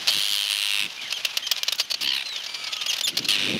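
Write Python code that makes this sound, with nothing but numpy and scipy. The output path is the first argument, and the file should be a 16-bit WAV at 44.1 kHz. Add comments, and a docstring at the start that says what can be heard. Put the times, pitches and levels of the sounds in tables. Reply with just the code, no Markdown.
"""A tern colony on a grassy coast, with near birds in front of far ones.
From the start the far colony sounds as fluttering noise with random notes and clacks; wind rumbles on the microphone.
At 0.07 s near birds begin to clack: short runs of slowing pulses excite the resonances of the throat.
Rattling rasps, trains of such bursts, start at 0.11, 2.03 and 3.29 s.
Falling harmonic whistles join at 0.97 s; bright bill snaps of decaying noise follow from 1.52 s."""
import sys
import numpy as np
from scipy import signal
from scipy.fft import rfft, irfft
from scipy.io import wavfile

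SR = 44100
rng = np.random.default_rng(int(sys.argv[2]) if len(sys.argv) > 2 else 0)


def transcribe(u):
    """Save the signal u as a 16-bit wav file named by the first command-line argument.

    u: samples, shape (n,) or (channels, n), limited to [-1, 1]; the rate is SR.
    q: integer samples, one column per channel.
    """
    v = np.clip(np.atleast_2d(u).T, -1, 1)
    q = np.round(v * 32767).astype(np.int16)
    wavfile.write(sys.argv[1], SR, q)


N = 158319
TIME = np.arange(N) / SR
SIZE = 2048   # samples in one burst or snap

# throat: treble begins here; random colour of each burst, in dB at that frequency
TREBLE_HZ, THROAT_CHANGE_DB = 7500, 2.5

# clacks: the first pulse gap, its growth per pulse and its random log spread
TIK_GAP_S, TIK_SLOWING, TIK_JITTER = .00135, 1.15, .09
TIK_SWELL_S, TIK_DB = 0.011, -2   # time constant of the swell; level trim
TIK_PEAK_DB, TIK_PEAK_WIDTH_HZ = 9.5, 236

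# rasps: resting resonance, its peak, level trim
RASP_REST_HZ, RASP_PEAK_DB, RASP_PEAK_WIDTH_HZ, RASP_DB = 3024, 2.5, 700, 2
RASP_SETTLE_S, RASP_TIMING_S = .22, .00007   # settling of burst length and bill; scatter of burst times
RASP_OPENING = 0.012   # extra stretch of the spectrum while the bill starts wider open
RASP_GLIDE, RASP_FLICKER_DB = 1.34, 0.87   # exponent by which the spectrum follows the main resonance
RASP_SLOWING = 1.025   # growth of the pulse gap within a burst

WHISTLE_ATTACK_S, WHISTLE_RELEASE_S = 0.004, 0.0083
WHISTLE_FLUTTER_DB = 174   # dB per unit of waver

# far colony: call level is a minimum and clack level a maximum; far notes lose overtones and waver more
FAR_CALLS_PER_S, FAR_CALL_DB, FAR_TIKS_PER_S, FAR_TIK_DB = 18, -51, 15, -34
FAR_SECOND_DB, FAR_HIGHER_DB, FAR_WAVER = -12, -40, .035
FAR_TIK_TREBLE_DB = -22
COLONY_FLUTTER_DB, COLONY_FLUTTER_PER_S = 2, 40

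WIND_DB = -0.5   # level trim
SCATTER_DB, SCATTER_T60_S = -16, .06
SNAP_T60_S = 0.019
TOP, CUTOFF_HZ = .78, 15700   # amplitude limit; upper band edge


def from_db(db):
    """Amplitude ratio: 20 dB is a factor of ten."""
    return 10 ** (np.asarray(db) / 20)


def rms_one(x):
    """Normalization of mean power: scale to rms 1."""
    return x / np.sqrt(np.mean(x ** 2) + 1e-20)


def along(rows, s):
    """Linear interpolation: the columns of a time course at time s."""
    times, *columns = np.transpose(rows)
    return [np.interp(s, times, c) for c in columns]


def colour(points, hz):
    """Spectral envelope: gain interpolated in dB over log frequency."""
    at, db = np.transpose(points)
    return from_db(np.interp(np.log(hz + 1), np.log(at), db))


def noise(spectrum):
    """Spectral shaping: white noise filtered to a given colour, at rms 1."""
    white = rfft(rng.standard_normal(N))
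    return rms_one(irfft(white * colour(spectrum, np.fft.rfftfreq(N, 1 / SR)), N))


def drift(rate):
    """Low-pass random process: a double pole at this rate in Hz smooths noise, at rms 1."""
    r = np.exp(-2 * np.pi * rate / SR)
    smooth = signal.lfilter([1], [1, -2 * r, r * r], rng.standard_normal(2 * N))
    return rms_one(smooth[N:])   # the first half lets the filter settle


def add(out, s, sound):
    """Linear superposition: mix a sound in at time s."""
    i = int(np.clip(s * SR, 0, N))
    out[i:i + len(sound)] += sound[:N - i]


def throat(shape, stretch, peak_hz, width_hz, peak_db, treble_db):
    """Minimum-phase resonator: broad throat and bill colour, one sharp resonance, a treble balance."""
    hz = np.fft.rfftfreq(SIZE, 1 / SR)
    resonance_db = peak_db / (1 + (2 * (hz - peak_hz) / width_hz) ** 2)
    gain = colour(shape, hz / stretch) * from_db(resonance_db)
    treble = hz > TREBLE_HZ
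    share_db = 10 * np.log10(np.sum(gain[treble] ** 2) / np.sum(gain[~treble] ** 2))
    gain = gain * from_db((treble_db - share_db) * np.interp(hz, [6500, 8200], [0, 1]))
    # the throat's colour differs at random from burst to burst
    knots = np.geomspace(500, 16000, 28)
    change_db = THROAT_CHANGE_DB * np.sqrt(knots / TREBLE_HZ) * rng.standard_normal(len(knots))
    gain = gain * from_db(np.interp(hz, knots, change_db))
    # folding the cepstrum onto positive times makes the response causal
    cepstrum = irfft(np.log(gain))
    return np.exp(rfft(2 * cepstrum[:SIZE // 2], SIZE) - cepstrum[0])


def burst(length, swell, gap, slowing, jitter, rough, response):
    """Source-filter principle: fading pulses and hiss excite the throat; energy of one second at rms 1."""
    gaps = gap * slowing ** np.arange(16) * np.exp(jitter * rng.standard_normal(16))
    at = ((np.cumsum(gaps) - gaps[0]) * SR).astype(int)
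    pulses, t = np.zeros(SIZE), TIME[:SIZE]
    pulses[at[at < SIZE]] = 1
    fade = np.maximum(1 - (t / length) ** 2, 0) ** 1.5
    if swell:
        fade = fade * (1 - .65 * np.exp(-t / swell))
    hiss = rms_one(rng.standard_normal(SIZE) * fade)
    source = rms_one(pulses * fade) + rough * hiss
    return -rms_one(irfft(rfft(source) * response)) * np.sqrt(SR / SIZE)


def tik(length, db, hz, treble_db):
    """Impulsive excitation: one clack of pulses that slow down and die away in the throat."""
    # throat at stretch 1: f/Hz, level/dB
    tik_throat = [(200, -36.5), (420, -20.5), (620, -10), (950, -11.5), (1400, -11.5), (2200, -7.5),
                  (2900, 2.5), (3700, -0.5), (5000, 2), (6400, -6.5), (8200, -18.5), (10500, -16),
                  (13500, -18), (15500, -25)]
    # fainter clacks come from farther off and are more blurred: level/dB, hiss share/(0-1)
    tik_blur = [(-27, .65), (-18, .1)]
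    response = throat(tik_throat, 0.99, hz, TIK_PEAK_WIDTH_HZ, TIK_PEAK_DB, treble_db)
    [rough] = along(tik_blur, db)
    gain = from_db(db) * np.sqrt(length)   # energy grows with length
    return gain * burst(length, TIK_SWELL_S, TIK_GAP_S, TIK_SLOWING, TIK_JITTER, rough, response)


def whistle(length, start_hz, top_hz, end_hz, db, second_db, higher_db, waver, chance):
    """Frequency modulation: four harmonics follow a parabolic pitch arch with random waver."""
    t = np.arange(int(length * SR)) / SR
    wobble, flutter = (waver * chance[i:i + len(t)] for i in rng.integers(N // 2, size=2))
    # a start or end above the top is held to the top
    rise, fall = np.sqrt(np.maximum([top_hz - start_hz, top_hz - end_hz], 0))
    arch_hz = top_hz - ((rise + fall) * t / length - rise) ** 2
    phase = 2 * np.pi * np.cumsum(arch_hz * (1 + wobble)) / SR
    levels = [0, second_db, higher_db, higher_db]
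    tone = sum(from_db(level) * np.sin((k + 1) * phase) for k, level in enumerate(levels))
    attack = np.minimum(t / WHISTLE_ATTACK_S, 1)
    release = np.minimum((length - t) / WHISTLE_RELEASE_S, 1)
    return np.sqrt(2) * from_db(db + WHISTLE_FLUTTER_DB * flutter) * tone * attack * release


def colony():
    """Superposition of many sources: fluttering noise with notes and clacks at random times."""
    # level of the noise before flutter: t/s, level/dB
    colony_level = [(0, -32), (.5, -40.5), (.92, -40), (1.2, -35.5), (1.55, -39.5), (1.87, -42.5),
                    (1.98, -43.5), (2.12, -40), (2.5, -38.5), (2.95, -37), (3.14, -40.5), (3.4, -34),
                    (3.59, -37.5)]
    # relative spectral density, which also weights the notes: f/Hz, level/dB
    colony_spectrum = [(30, -28), (100, -19), (300, -18), (600, -10), (1300, -7), (2000, -6.5), (3000, 2),
                       (4500, -4), (6200, -10), (8000, -22), (11000, -21), (15500, -32)]
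    [level_db] = along(colony_level, TIME)
    flutter_db = COLONY_FLUTTER_DB * drift(COLONY_FLUTTER_PER_S)
    out = from_db(level_db + flutter_db) * noise(colony_spectrum)
    chance = drift(133)
    for s, a, b, c in rng.random((int(FAR_CALLS_PER_S * N / SR), 4)):
        hz = 1300 + 2200 * a
        note = whistle(0.041 + 0.099 * b, .97 * hz, hz, .86 * hz, FAR_CALL_DB + 6 * c,
                       FAR_SECOND_DB, FAR_HIGHER_DB, FAR_WAVER, chance)
        add(out, s * N / SR, colour(colony_spectrum, hz) * note)
    for s, a, b in rng.random((int(FAR_TIKS_PER_S * N / SR), 3)):
        add(out, s * N / SR, tik(0.0087, FAR_TIK_DB - 6 * a, 2800 + 1900 * b, FAR_TIK_TREBLE_DB))
    return out


def wind():
    """Amplitude-modulated low-frequency noise: a lumpy rumble follows the gusts."""
    # gusts before trim: t/s, level/dB
    gusts = [(0.0, -52.5), (0.09, -60), (0.18, -45), (0.28, -91), (0.31, -52), (0.44, -100), (0.48, -63),
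             (0.64, -82), (0.86, -40), (0.91, -65), (1.03, -59), (1.13, -66.5), (1.48, -63.5), (1.72, -63),
             (1.99, -58.5), (2.05, -43), (2.13, -51), (2.25, -69), (3.0, -59.5), (3.2, -38.5),
             (3.34, -45.5), (3.56, -28), (3.59, -46)]
    # relative spectral density: f/Hz, level/dB
    wind_spectrum = [(25, -32), (65, -26), (100, -2.5), (175, 0), (310, 2), (450, -5.5), (700, -15),
                     (1500, -46)]
    [gust_db] = along(gusts, TIME)
    return from_db(gust_db + WIND_DB + 1.6 * drift(9.0)) * noise(wind_spectrum)


def clacks():
    """Transient radiation: the near birds' clacks, each with its own throat resonance."""
    # clacks: t/s, length/s, level before trim/dB, resonance f/Hz, treble share before random colour/dB
    tik_rows = [(0.0742, 0.0011, -10.5, 3870, -18), (0.0806, 0.0053, -13, 4130, -12),
                (0.0834, 0.021, -16, 4420, -18.5), (0.0987, 0.0091, -22, 4760, -14),
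                (1.015, 0.0087, -33, 2980, -17), (1.106, 0.017, -28.5, 2720, -19),
                (1.1253, 0.0052, -17, 2660, -16.5), (1.2496, 0.01, -15.5, 2740, -14),
                (1.3712, 0.009, -15.5, 2920, -13), (1.467, 0.017, -24, 3130, -20),
                (1.5136, 0.014, -15.5, 3290, -20), (1.5644, 0.0025, -21, 3900, -31),
                (1.574, 0.027, -28.5, 3300, -18), (1.6322, 0.005, -16, 3120, -19),
                (1.6817, 0.014, -17, 4080, -22), (1.723, 0.011, -18, 3750, -12.5),
                (1.783, 0.038, -28.5, 4480, -16), (1.798, 0.012, -16, 4640, -18),
                (1.8068, 0.017, -23.5, 4840, -12.5), (1.901, 0.032, -27, 4470, -14),
                (1.9137, 0.011, -20, 4570, -13.5), (1.941, 0.01, -19.5, 4400, -21),
                (2.0093, 0.033, -25.5, 4540, -14), (2.257, 0.022, -32, 2700, -22),
                (2.361, 0.01, -25.5, 3100, -32), (2.437, 0.02, -32.5, 4250, -22),
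                (2.4623, 0.014, -28, 4900, -25), (2.543, 0.018, -27, 4550, -21),
                (2.6404, 0.016, -28, 4870, -18), (2.669, 0.019, -28.5, 4230, -26),
                (2.728, 0.02, -24.5, 3480, -23), (2.766, 0.0067, -25, 2900, -19),
                (2.812, 0.019, -25.5, 3670, -18), (2.862, 0.011, -21.5, 2930, -16),
                (2.896, 0.02, -26, 2860, -16), (2.912, 0.013, -25, 2740, -16),
                (2.9313, 0.017, -21.5, 3040, -19.5), (2.9657, 0.0062, -25, 4360, -17),
                (2.984, 0.018, -26, 3540, -16), (3.0101, 0.0072, -19, 3140, -13),
                (3.071, 0.016, -23, 4100, -15), (3.0777, 0.025, -21.5, 3040, -13.5),
                (3.1704, 0.015, -17.5, 4240, -10.5), (3.19, 0.0071, -21, 4560, -22),
                (3.246, 0.02, -25, 4220, -15.5), (3.2873, 0.0098, -21, 3050, -13)]
    out = np.zeros(N)
    for s, length, db, hz, treble_db in tik_rows:
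        add(out, s, tik(length, db + TIK_DB, hz, treble_db))
    return out


def scatter(x):
    """Diffuse scattering: convolution with a short decaying noise tail from grass and path."""
    t = TIME[:SR // 4]
    tail = rng.standard_normal(len(t)) * from_db(-60 * t / SCATTER_T60_S) * (t > .003)
    return from_db(SCATTER_DB) * signal.fftconvolve(x, tail / np.linalg.norm(tail))[:N]


def rasps():
    """Repetitive excitation: a nearly regular rattle of bursts, shifting with the throat's resonance."""
    # rasps: start t/s, end t/s, first and last burst rate/(1/s), pulse gap at resting resonance/s,
    # first and last burst length/s, swell/s, log spread of gaps, hiss share/(0-1)
    rasp_rows = [(.1066, .866, 101.7, 101.9, .002, .0066, .0031, 0, .15, .22),
                 (2.029, 2.226, 67.6, 66.9, .00093, .0125, .008, .003, .09, .22),
                 (3.285, 3.59, 103, 96, .0016, .009, .005, .001, .14, .3)]
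    # course of each rasp: t/s, level before trim/dB, resonance f/Hz, treble share before random colour/dB
    rasp_courses = [
        [(0.11, -25.5, 3110, -10), (0.126, -25.5, 3010, -13), (0.302, -27.5, 3160, -10),
         (0.322, -25.5, 3170, -11.5), (0.454, -28.5, 3010, -11.5), (0.51, -26, 2990, -12.5),
         (0.558, -28.5, 2984, -10), (0.808, -25.5, 2755, -13.5), (0.865, -32.5, 2680, -15.5)],
        [(2.03, -27.5, 2840, -11.5), (2.06, -27.5, 3050, -26), (2.09, -23, 3120, -31), (2.12, -27.5, 2930, -27),
         (2.148, -27, 2940, -17), (2.18, -28.5, 2710, -17), (2.222, -33, 2680, -22)],
        [(3.29, -22, 3060, -13), (3.318, -23, 3006, -15), (3.358, -23.5, 2760, -21), (3.372, -29, 2690, -22),
         (3.432, -25.5, 2814, -21.5), (3.508, -28, 2710, -21.5), (3.585, -36, 2690, -20)],
    ]
    # throat with the resonance at rest: f/Hz, level/dB
    rasp_throat = [(250, -61), (600, -16), (1100, -8.5), (1600, -6), (2300, -1.5), (3000, 11.5),
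                   (3600, 5.5), (4250, 9), (5200, -3), (6500, -4.5), (7600, -19.5), (9500, -15),
                   (12000, -20.5), (15500, -28)]
    # throat of the second bird: f/Hz, level/dB
    narrow_throat = [(250, -48), (900, -11.5), (1700, -3), (2400, 1), (3050, 12.5), (3600, 1), (4300, 11.5),
                     (5100, -1.5), (6500, -11.5), (8300, -31), (10300, -23), (13500, -25), (15500, -35)]
    out = np.zeros(N)
    shapes = [rasp_throat, narrow_throat, rasp_throat]
    for row, course, shape in zip(rasp_rows, rasp_courses, shapes):
        start, end, rate, end_rate, gap, first, last, swell, jitter, rough = row
        count = int((end - start) * (rate + end_rate) / 2) + 1
        periods = 1 / np.linspace(rate, end_rate, count)
        for s in start + np.cumsum(periods) - periods:
            db, hz, treble_db = along(course, s)
            fresh = np.exp((start - s) / RASP_SETTLE_S)
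            stretch = (hz / RASP_REST_HZ) ** RASP_GLIDE * (1 + RASP_OPENING * fresh)
            response = throat(shape, stretch, hz, RASP_PEAK_WIDTH_HZ, RASP_PEAK_DB, treble_db)
            gain = from_db(db + RASP_DB + RASP_FLICKER_DB * rng.normal()) / np.sqrt(rate)
            length = last + (first - last) * fresh
            pulse_gap = gap * RASP_REST_HZ / hz
            sound = burst(length, swell, pulse_gap, RASP_SLOWING, jitter, rough, response)
            add(out, s + RASP_TIMING_S * rng.normal(), gain * sound)
    return out


def whistles():
    """Harmonic series: the near birds' whistled notes share one random source of waver."""
    # notes: t/s, length/s, start f/Hz, top f/Hz, end f/Hz, level before flutter/dB,
    # second harmonic level/dB, higher harmonics level/dB (re fundamental), waver/(share of pitch)
    whistle_rows = [(0.965, .13, 2430, 2410, 1800, -44.5, -24, -36, 0.026),
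                    (0.999, 0.077, 2890, 3130, 2730, -41.5, -31, -36, 0.02),
                    (1.135, 0.052, 3090, 3170, 2780, -33.5, -12, -26, 0.015),
                    (1.423, 0.048, 3040, 3210, 2870, -33, -12, -28, 0.0084),
                    (1.526, .16, 2490, 2460, 2240, -48, -20, -34, 0.016),
                    (1.821, 0.041, 3190, 3200, 2770, -42.5, -3, -15, 0.0046),
                    (2.249, 0.17, 4220, 4120, 2890, -35, -22, -30, .004),
                    (2.472, 0.24, 2290, 2360, 2133, -42.5, -1.5, -15.5, 0.0076),
                    (2.665, .2, 3310, 3350, 2890, -42.5, -11, -35, 0.0256),
                    (2.579, 0.3, 1260, 1290, 1164, -49.5, -24, -18, 0.014),
                    (2.881, 0.035, 3360, 3360, 2480, -25.5, -5, -21, 0.0028),
                    (3.034, 0.034, 3460, 3600, 3060, -24, -5.5, -18.5, .002)]
    out, chance = np.zeros(N), drift(136)
    for s, *note in whistle_rows:
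        add(out, s, whistle(*note, chance))
    return out


def snaps():
    """Exponential decay of broadband noise: a bill shuts with a thin, bright tick."""
    # snaps: t/s, initial level/dB
    snap_rows = [(1.5155, -13), (1.6328, -21), (1.7257, -31), (1.7565, -28)]
    # relative spectrum: f/Hz, level/dB
    snap_spectrum = [(3000, -18.5), (6500, 4.5), (9000, -16), (13500, -2.5)]
    out = np.zeros(N)
    for s, db in snap_rows:
        decay = from_db(db - 60 * TIME[:SIZE] / SNAP_T60_S)
        add(out, s, decay * noise(snap_spectrum)[:SIZE])
    return out


def scene():
    """Superposition: near birds with their scatter, colony and wind, the same in both channels."""
    near = clacks() + snaps() + rasps() + whistles()
    mid = near + scatter(near) + colony() + wind()
    return np.array([mid, mid])


def record(dry):
    """Soft saturation rounds the highest peaks; an elliptic low-pass limits the band."""
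    rounded = dry / (1 + (dry / TOP) ** 4) ** .25
    return signal.sosfilt(signal.ellip(10, .2, 75, CUTOFF_HZ, fs=SR, output="sos"), rounded)


dry = scene()
out = record(dry)
transcribe(out)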